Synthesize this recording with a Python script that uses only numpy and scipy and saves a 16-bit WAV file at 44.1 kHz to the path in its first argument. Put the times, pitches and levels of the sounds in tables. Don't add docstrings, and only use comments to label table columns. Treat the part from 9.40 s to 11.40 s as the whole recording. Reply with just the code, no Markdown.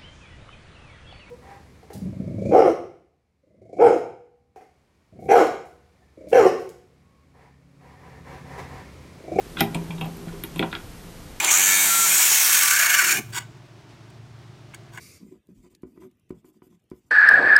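import sys
import numpy as np
from scipy import signal
from scipy.fft import rfft, irfft, next_fast_len
from scipy.io import wavfile
from scipy.ndimage import uniform_filter1d, map_coordinates

SR = 44100
rng = np.random.default_rng(int(sys.argv[2]) if len(sys.argv) > 2 else 0)


def int16_out(signal):
    q = np.round(np.clip(np.atleast_2d(signal).T, -1, 1) * 32767)
    wavfile.write(sys.argv[1], SR, q.astype(np.int16))


def boost(x):
    u = np.asarray(x, float) / 20
    return 10 ** u


N = 88200
BAND_LIMIT_HZ = 14150

# (frequency [Hz], relative strength [dB], t60 [s])
FITTING_MODES = [(1418, 16, 0.022), (1635, 9, 0.021), (2000, 7.5, 0.022), (2200, -4, 0.096),
                 (2400, 9, 0.017), (2650, 7.5, 0.02), (3120, 18, 0.0086), (3457, 13, 0.017),
                 (3555, 13.5, 0.011), (3840, 11.5, 0.012), (4014, 6.5, 0.019)]
# (frequency [Hz], relative strength [dB], t60 [s])
WRENCH_MODES = [(4900, 3, 0.028), (5800, -24, 0.013), (7620, 6.5, 0.0084), (9040, 6.5, 0.019),
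                (9550, 1, 0.033), (10780, 6.5, 0.0099), (11220, 1, 0.036), (12000, 8, 0.018),
                (12360, 6, 0.031), (13700, -10, 0.013)]
# (frequency [Hz], relative strength [dB], t60 [s])
BENCH_MODES = [(88, 5, 0.019), (113.3, -12, 0.4), (167, 0.5, 0.3), (223.2, -9.5, 0.29), (245, 1.5, 0.054),
               (333.3, 0, 0.163), (398.8, -2.5, 0.24)]


def along(points, hz):
    f, v = np.transpose(points)
    return np.interp(np.log(hz + 1), np.log(f + 1), v)


def unit(x):
    return x / np.sqrt(np.mean(x ** 2) + 1e-20)


def filtered(x, response):
    m = next_fast_len(len(x) + SR // 2)
    spectrum = rfft(x, m) * response(np.fft.rfftfreq(m, 1 / SR))
    return irfft(spectrum, m)[:len(x)]


def dull(x, top_hz, order):
    return signal.sosfilt(signal.butter(N=order, Wn=top_hz, fs=SR, output="sos"), x)


def body(modes, gains):
    def response(f):
        total = 0
        for k, ((hz, db, t60), gain) in enumerate(zip(modes, gains)):
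            width_hz = np.log(1000) / np.pi / t60
            resonance = 1j * f / (hz * hz - f * f + 1j * f * width_hz)
            total = total + (-1) ** k * gain * boost(db) * resonance
        return total
    return response


def ringing(force, modes, favoured_hz, octaves, crack_db):
    scatter_db = 2
    hz = np.array([m[0] for m in modes])
    power = uniform_filter1d(np.abs(rfft(force)) ** 2, size=13)
    at_modes = power[np.round(hz * len(force) / SR).astype(int)]
    reach = np.clip(np.sqrt(power.mean() / at_modes), 0.5, 2)
    nearness = 1 / (1 + (np.log2(hz / favoured_hz) / octaves) ** 2)
    gains = reach * boost(scatter_db * rng.standard_normal(len(hz))) * nearness
    crack_t60 = np.log(1000) / np.pi / (octaves * favoured_hz)
    crack = (favoured_hz, crack_db, crack_t60)
    return filtered(force, body([*modes, crack], [*gains, 1]))


def blows(events, modes, crack_db, blow_db, attack_s, rattle_db, rattle_s):
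    out, t = np.zeros(N + SR), np.arange(SR // 2) / SR
    for start_s, db, favoured_hz, octaves, length_s in events:
        onset = 1 - np.exp(-t / attack_s)
        decay = np.exp(-t / length_s) + boost(rattle_db) * np.exp(-t / rattle_s)
        force = rng.standard_normal(len(t)) * onset * decay
        force[round(attack_s * SR)] = boost(blow_db) * np.linalg.norm(force)
        ring = ringing(force, modes, favoured_hz, octaves, crack_db)
        power = uniform_filter1d(ring ** 2, size=300)
        out[round(start_s * SR):][:len(t)] += boost(db) * ring / np.sqrt(2 * power.max())
    return out[:N]


def air():
    # (frequency [Hz], relative density [dB per Hz])
    air_colour = [(12, -56), (20, 0.5), (125, -6), (160, -2.5), (194, -6.5), (234, -8.5), (518, -13.5),
                  (611, -19), (681, -16), (760, -19), (13800, -32.5)]

    def colour(hz):
        return boost(along(air_colour, np.minimum(hz, 13000))) * (hz < BAND_LIMIT_HZ)
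    return boost(-42) * unit(filtered(rng.standard_normal(N), colour))


def room(x):
    # (frequency [Hz], t60 [s])
    room_decay = [(200, 0.11), (1000, 0.36), (4000, 0.15), (12000, 0.16)]
    out, step = np.zeros(N + 2 * SR), SR // 20
    for start in range(0, N, step):
        hz, t, z = signal.stft(rng.standard_normal(SR // 3), SR, nperseg=256)
        decay = boost(-60 * t / along(room_decay, hz)[:, None])
        tail = signal.istft(z * decay, SR, nperseg=256)[1]
        wet = signal.fftconvolve(x[start:start + step], tail / np.linalg.norm(tail))
        out[start + 200:][:len(wet)] += wet
    return out[:N]


def strain():
    # (time [s], level [dB])
    hand_load = [(0.0, -58.5), (0.21, -36.5), (0.4, -37), (0.46, -38.5), (0.75, -43), (0.98, -47.5),
                 (1.2, -50.5), (1.36, -64), (2.0, -96)]
    lumps_db, lumps_hz = 2.5, 25
    s, db = np.transpose(hand_load)
    lumps = map_coordinates(rng.standard_normal(64), [np.arange(N) * lumps_hz / SR])
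    grumble = unit(filtered(rng.standard_normal(N), body(BENCH_MODES, np.ones(len(BENCH_MODES)))))
    return grumble * boost(np.interp(np.arange(N) / SR, s, db) + lumps_db * lumps)


def thuds():
    # (time [s], level [dB], favoured pitch [Hz], spread [octaves], push length [s])
    thud_events = [(.209, -14, 250, 1.2, 0.0062), (.353, -21.5, 168, 0.61, 0.012),
                   (.492, -26.5, 164, 0.2, 0.072), (.613, -25, 163, 0.85, 0.0077),
                   (.632, -26, 165, 0.25, 0.012), (.762, -44, 171, 0.5, 0.0054),
                   (.787, -32.5, 191, 0.49, .012), (.864, -27, 161, 0.51, 0.02),
                   (.929, -32.5, 407, 0.31, 0.0033), (.995, -43, 167, 0.91, 0.011),
                   (1.037, -28.5, 292, 0.72, 0.013), (1.159, -26, 166, 0.68, 0.0086),
                   (1.192, -17.5, 285, 0.97, 0.0046), (1.206, -18, 238, 0.96, 0.0021),
                   (1.218, -31, 257, 0.23, 0.0035), (1.234, -22, 337, 0.33, 0.0068),
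                   (1.329, -31, 242, 1, 0.0078), (1.353, -36.5, 393, 0.77, 0.005),
                   (1.437, -38.5, 109, 0.24, 0.0042), (1.659, -46, 167, 0.22, 0.0048)]
    thud = blows(thud_events, BENCH_MODES, crack_db=1.5, blow_db=4, attack_s=0.0016,
                 rattle_db=9, rattle_s=0.007)
    return dull(thud, 700, order=2)


def knocks():
    # (time [s], level [dB], favoured pitch [Hz], spread [octaves], chatter length [s])
    knock_events = [(.169, -38, 1000, 0.65, 0.0065), (.2068, -16.5, 765, 0.16, 0.0081),
                    (.347, -27, 840, 0.48, 0.018), (.504, -34.5, 890, 0.081, 0.0016),
                    (.578, -42.5, 1060, 0.54, .006), (.611, -29.5, 700, 0.77, 0.0046),
                    (.622, -35, 1005, 0.12, 0.017), (.657, -33, 670, 0.35, 0.0049),
                    (.868, -40, 656, 0.25, 0.0027), (.921, -45, 980, 0.24, 0.0035),
                    (1.038, -45.5, 930, 0.5, 0.0032), (1.159, -39, 1030, 0.42, 0.034),
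                    (1.194, -29, 570, 0.78, 0.013), (1.226, -25, 780, 1.1, 0.0081),
                    (1.249, -36.5, 600, 0.31, 0.0027), (1.326, -35, 960, 0.43, 0.0047),
                    (1.351, -42, 940, 0.83, 0.0016)]
    # (frequency [Hz], relative strength [dB], t60 [s])
    plate_modes = [(522, 0.5, 0.066), (650, -3.5, 0.059), (765, 3.5, 0.038), (864, -5.5, 0.034),
                   (920, -3.5, 0.11), (998, -2, 0.074), (1133, -2.5, 0.039)]
    knock = blows(knock_events, plate_modes, crack_db=5, blow_db=-1.5, attack_s=0.0008,
                  rattle_db=-3.5, rattle_s=0.023)
    return dull(knock, 1600, order=2)


def pings():
    # (time [s], level [dB], favoured pitch [Hz], spread [octaves], chatter length [s])
    ping_events = [(.2066, -16, 12050, 0.35, 0.00059), (.2062, -21, 4900, 0.13, 0.0011),
                   (.3456, -33.5, 7800, 0.48, 0.0044), (.610, -43, 11100, 0.44, .003),
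                   (.655, -43, 13700, .08, .004), (.768, -44.5, 12500, .3, 0.0033),
                   (1.0370, -25, 11500, 0.077, 0.0017), (1.159, -39.5, 8950, 0.21, 0.0024),
                   (1.18, -42, 12100, 0.09, .012), (1.192, -39, 9000, 0.78, 0.0021),
                   (1.3507, -39.5, 4900, 0.059, 0.0023)]
    return blows(ping_events, WRENCH_MODES, crack_db=26.5, blow_db=-9.0, attack_s=0.0004,
                 rattle_db=-35, rattle_s=0.0091)


def slide():
    start_s, end_s, rise_db, octaves = 0.182, 0.204, 13, 0.97
    u = (np.arange(N) / SR - start_s) / (end_s - start_s)
    swell = ((u > 0) & (u < 1)) * boost(rise_db * (np.clip(u, 0, 1) - 1))
    scrape = 0
    for modes, favoured_hz, db in ((FITTING_MODES, 3550, -25.5), (WRENCH_MODES, 12000, -43)):
        near = [1 / (1 + (np.log2(m[0] / favoured_hz) / octaves) ** 2) for m in modes]
        scrape = scrape + boost(db) * unit(filtered(rng.standard_normal(N), body(modes, near)))
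    return swell * scrape


def clacks():
    # (time [s], level [dB], favoured pitch [Hz], spread [octaves], chatter length [s])
    clack_events = [(.1693, -25.5, 2600, 2.1, 0.0071), (.2064, -12, 2200, 0.78, 0.0069),
                    (.3455, -24, 2490, 0.27, 0.0077), (.5066, -30, 2400, 0.18, 0.0053),
                    (.5805, -36, 3680, 0.56, 0.00098), (.6104, -25, 2600, 0.3, 0.0086),
                    (.644, -35.5, 2330, 0.42, 0.013), (.881, -39.5, 2400, 1.5, 0.0027),
                    (.893, -45.5, 1430, 0.11, .003), (.926, -43.5, 3180, 0.18, 0.0031),
                    (1.0372, -27.5, 3040, 1.3, 0.0041), (1.1595, -33, 3200, 0.49, 0.036),
                    (1.1931, -15.5, 2480, 0.35, 0.0024), (1.2251, -19.5, 2390, 1, 0.0026),
                    (1.316, -36, 3500, .3, 0.0021), (1.3265, -24, 2000, 1, 0.0019),
                    (1.338, -31, 1600, 0.33, 0.002), (1.3506, -21.5, 3300, 1.3, 0.001),
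                    (1.3615, -39, 1600, 0.2, 0.0019)]
    clack = blows(clack_events, FITTING_MODES, crack_db=-6, blow_db=-2.5, attack_s=0.0004,
                  rattle_db=-31.5, rattle_s=0.018)
    deaf_hz, deaf_width_hz = 3033, 320
    clack = signal.lfilter(*signal.iirnotch(deaf_hz, deaf_hz / deaf_width_hz, SR), clack)
    return dull(clack, 4270, order=8)


def scene():
    work = slide() + clacks() + knocks() + pings()
    bench = thuds() + strain()
    room_db = -9
    wet = boost(room_db) * room(work)
    return (work + wet + bench + air())[None]


def low_pass(x):
    return signal.sosfilt(signal.butter(12, 15320, fs=SR, output="sos"), x)


def record(dry):
    heard = filtered(dry[0], lambda hz: np.where(hz < BAND_LIMIT_HZ, 1, boost(-22)))
    return low_pass(heard[None])


dry = scene()
out = record(dry)
int16_out(out)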